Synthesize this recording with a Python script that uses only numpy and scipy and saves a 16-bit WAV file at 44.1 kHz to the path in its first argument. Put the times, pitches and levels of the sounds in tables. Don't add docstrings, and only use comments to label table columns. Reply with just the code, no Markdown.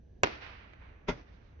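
import sys
import numpy as np
from scipy import signal
from scipy.fft import rfft, irfft
from scipy.io import wavfile
from scipy.ndimage import uniform_filter1d

SR = 44100
rng = np.random.default_rng(int(sys.argv[2]) if len(sys.argv) > 2 else 0)


def transcribe(signal):
    frames = np.atleast_2d(signal).T
    limited = np.clip(frames, -1, 1)
    pcm = np.round(limited * 32767).astype(np.int16)
    wavfile.write(sys.argv[1], SR, pcm)


N = 70560
SIZE = 2 * N
HZ, T = np.fft.rfftfreq(SIZE, 1 / SR), np.arange(N) / SR


def burst(start_s=.2346):
    # frequency in Hz, gain of the crack in dB.
    crack_colour = [(40, 7), (110, 4), (250, 3), (650, 0), (1200, -2), (2400, 1.5), (3300, -4.5),
                    (4300, -5.5), (6800, -10.5)]
    # frequency in Hz, lag in ms.
    left_lag = [(150, 0.23), (500, 0.65), (1000, 0.32), (2000, 0.31), (6000, 0.28)]
    # frequency in Hz, gain in dB.
    left_shade = [(100, -16), (700, -5), (1500, -9), (2600, -5), (4300, -29.5), (6800, 13)]
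    # delay in seconds, left and right gains in dB, treble corner in Hz.
    reflections = [(.0018, -35, -6.5, 5830), (.0048, -29, -18, 1500), (.0066, -7.5, -8.5, 500),
                   (.0082, -24, -17.5, 2500), (.0122, -27.5, -13, 2500), (.0225, -21.5, -16, 600),
                   (0.0287, -25, -22, 1180), (0.038, -17, -19.5, 1560), (.501, -53, -43, 5940)]
    shock = amp(10) * blast(ms=.2) * colour(read(crack_colour)) * delay(start_s)
    arrival = np.array([delay(read(left_lag) / 1000), delay(0)])
    direct = arrival * np.array([colour(read(left_shade)), np.ones(len(HZ))])
    reflected = arrival * sum(amp([[left], [right]]) * delay(late) / (1 + 1j * HZ / corner)
                              for late, left, right, corner in reflections)
    return irfft(shock * (direct + reflected + field()))[:, :N]


def launch(start_s=1.0865, rise_s=.004, hold_s=.01, t60_s=.11):
    # frequency in Hz, relative spectral density of the jet in dB.
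    jet_spectrum = [(30, -18.5), (100, -12), (200, -8.5), (400, -2), (580, -3.5), (750, -10.5), (950, -5),
                    (1600, -7), (2200, -6), (3400, -15), (4100, -21), (6000, -18.5), (6800, -25.5),
                    (7200, -46.5)]
    # frequency in Hz, left-right coherence of the jet from 0 to 1.
    jet_coherence = [(100, 0.78), (400, 1), (1000, 0.32), (2500, 0.2), (6000, 0)]
    # start in seconds, level in dB, time constant in ms.
    charge_pops = [(1.0875, -19, 1), (1.0927, -17.5, 0.76), (1.0992, -23.5, 0.63)]
    # resonant frequency in Hz, bandwidth in Hz, gain in dB.
    tube_modes = [(116, 14, 6.5), (173, 34, 3), (250.2, 24, 7.5), (385.6, 47, 4.5), (580, 50, 5),
                  (920, 130, 0), (1395, 130, -2), (2044, 120, 0.5), (2493, 67, -3.5), (3390, 180, -0.5),
                  (4660, 110, -2.5)]
    # frequency in Hz, left minus right level of the tube in dB.
    balance = [(60, -5), (350, 6), (600, -0.5), (1000, 2.5), (2200, -5), (3500, -6.5), (6500, -2.5)]
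    # delay in seconds, gain in dB.
    echo_gains = [(0, -12), (.025, 0), (.06, -3.5), (.1, 0), (.2, -7), (.27, -6.5), (.45, -0.5)]
    # frequency in Hz, gain of the wash in dB.
    wash_colour = [(40, 10), (115, 20), (180, 15.5), (300, 17.5), (600, 16), (1000, 12.5), (2200, 8.5),
                   (3200, 0), (4200, -4), (6300, -5.5), (7200, -15)]
    age = T - start_s
    flow = np.exp(np.minimum(age, 0) / rise_s) * amp(-60 * np.maximum(age - hold_s, 0) / t60_s)
    jet = rfft(amp(-31) * flow * noise(jet_coherence, read(jet_spectrum)), SIZE)
    pops = sum(amp(db) * blast(ms) * delay(s) for s, db, ms in charge_pops)
    modes = sum(amp(db) * 1j * HZ * width / (hz ** 2 - HZ ** 2 + 1j * HZ * width)
                for hz, width, db in tube_modes)
    tube = amp(-7) + modes
    send = amp(np.interp(T, *np.transpose(echo_gains)))
    wash = field(send) * colour(read(wash_colour)) * delay(start_s + hold_s / 2)
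    return irfft((jet + pops) * tube * pan(balance) + wash)[:, :N]


def thump(start_s=1.0875, hz=42, t60_s=.13):
    age = np.maximum(T - start_s, 0)
    return -amp(-27 - 60 * age / t60_s) * np.sin(2 * np.pi * hz * age)


def fizz(left_db=-8):
    # start in seconds, length in seconds, level in dB.
    sputters = [(1.121, 0.095, -66), (1.325, 0.066, -71.5), (1.413, 0.16, -76)]
    # frequency in Hz, relative spectral density in dB.
    hiss_spectrum = [(200, -13.5), (1000, -3), (2500, -2), (3800, 3), (5500, -7), (6700, -11.5),
                     (7200, -27)]
    envelope = sum(amp(db) * np.sin(np.pi * np.sqrt(np.clip((T - start) / length, 0, 1)))
                   for start, length, db in sputters)
    hiss = unit(filtered(rng.standard_normal((2, N)), amp(read(hiss_spectrum))))
    return envelope * hiss * amp([[left_db], [0]])


def field(send=1, air_db_per_s_at_5k=28, bass_hz=750):
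    # delay, rise and 60 dB decay time in seconds,
    # then left level, right level and bass gain in dB.
    echoes = [(.001, 0.00077, 0.063, -9.5, -10, 1), (.012, 0.017, .33, -18, -17, 2),
              (0.061, 0.028, .55, -23.5, -20, -9), (0.161, 0.031, 1.3, -22, -16, -12),
              (.37, .06, .9, -38, -41, -3.5), (.499, .001, 0.036, -43.5, -37.5, -3.5),
              (0.538, 0.057, 1.4, -31.5, -26.5, -8)]
    # frequency in Hz, left-right correlation from -1 to 1.
    correlation = [(60, 1), (130, 0.99), (300, .4), (680, -.25), (1500, -.15), (3400, 0)]
    # frequency in Hz, gain of the scattered sound in dB.
    scatter_colour = [(50, -9), (110, 7.5), (200, -3), (300, 3), (500, 0), (1000, -2), (2000, -0.5),
                      (4000, 1.5), (6000, 3), (7200, -17.5)]
    grains = unit(noise(correlation) * amp(drift(size=40)))
    hz, t, spectra = signal.stft(grains, SR, nperseg=256)
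    air_db = -air_db_per_s_at_5k * (hz[:, None] / 5000) ** 2 * t
    grains = signal.istft(spectra * amp(air_db), SR, nperseg=256)[1][:, :N]
    bass = filtered(grains, 1 / (1 + (HZ / bass_hz) ** 4))
    treble_power = bass_power = 0
    for late, rise, t60, left_db, right_db, bass_db in echoes:
        shape = np.clip((T - late) / rise, 0, 1) * amp(-60 * np.maximum(T - late - rise, 0) / t60)
        power = (amp([[left_db], [right_db]]) * shape) ** 2 / np.sum(shape ** 2)
        treble_power += power
        bass_power += power * amp(bass_db) ** 2
    tail = bass * np.sqrt(bass_power) + (grains - bass) * np.sqrt(treble_power)
    return rfft(send * tail, SIZE) * colour(read(scatter_colour))


def background(swell_db=.78, whine_hz=5980):
    # frequency in Hz, relative spectral density in dB.
    spectrum = [(12, -30.5), (25, -6), (45, -3), (70, 0.5), (110, -7.5), (140, -15), (200, -15), (300, -21),
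                (450, -23.5), (720, -30.5), (1000, -44.5), (1350, -51), (1650, -37), (1950, -47.5),
                (3000, -49.5), (5500, -57), (7200, -63.5)]
    # frequency in Hz, left-right coherence from 0 to 1.
    coherence = [(60, .99), (130, 1), (300, 0.32), (700, .1), (3000, 0.36)]
    # frequency in Hz, left minus right level in dB.
    balance = [(50, -1.5), (110, 0.5), (400, -6.5), (1500, -3), (5000, -2.5)]
    swell = amp(-54.5 + swell_db * drift(size=2500))
    rumble = filtered(noise(coherence, read(spectrum)), pan(balance))
    whine = amp(-90.5) * np.sin(2 * np.pi * whine_hz * T) * np.array([[.3], [1.4]])
    return swell * rumble + whine


def amp(db):
    return 10 ** (np.asarray(db) / 20)


def unit(x):
    return x / np.sqrt(np.mean(x ** 2) + 1e-20)


def read(points):
    hz, value = np.transpose(points)
    return np.interp(np.log(HZ + 1), np.log(hz + 1), value)


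def filtered(x, response):
    return irfft(rfft(x, SIZE) * response, SIZE)[..., :N]


def colour(db):
    cepstrum = irfft(np.log(amp(db)))
    cepstrum[1:N] *= 2
    cepstrum[N + 1:] = 0
    return np.exp(rfft(cepstrum))


def delay(s):
    return np.exp(-2j * np.pi * HZ * s)


def pan(points):
    return amp(np.outer([.5, -.5], read(points)))


def blast(ms):
    tau = ms / 1000
    s = 2j * np.pi * HZ * tau
    return -SR * tau * s / (1 + s) ** 2


def noise(correlation, db=0):
    a, b = rfft(rng.standard_normal((2, SIZE)))
    same = np.clip(read(correlation), -1, 1)
    mid, side = a * np.sqrt(1 + same), b * np.sqrt(1 - same)
    return unit(irfft(np.array([mid + side, mid - side]) * amp(db))[:, :N])


def drift(size):
    return unit(uniform_filter1d(uniform_filter1d(rng.standard_normal(N), size), size))


def scene():
    return burst() + launch() + thump() + fizz() + background()


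def record(dry, ceiling=.68, edge_hz=7250):
    # frequency in Hz, gain in dB.
    treble_ripple = [(6500, 0), (7000, -2.5), (7400, 2)]
    coloured = filtered(dry, colour(read(treble_ripple)))
    saturated = ceiling * np.tanh(coloured / ceiling)
    lowpass = signal.firwin(301, edge_hz, window=("kaiser", 7), fs=SR)
    return signal.oaconvolve(saturated, lowpass[None], "same")


dry = scene()
out = record(dry)
transcribe(out)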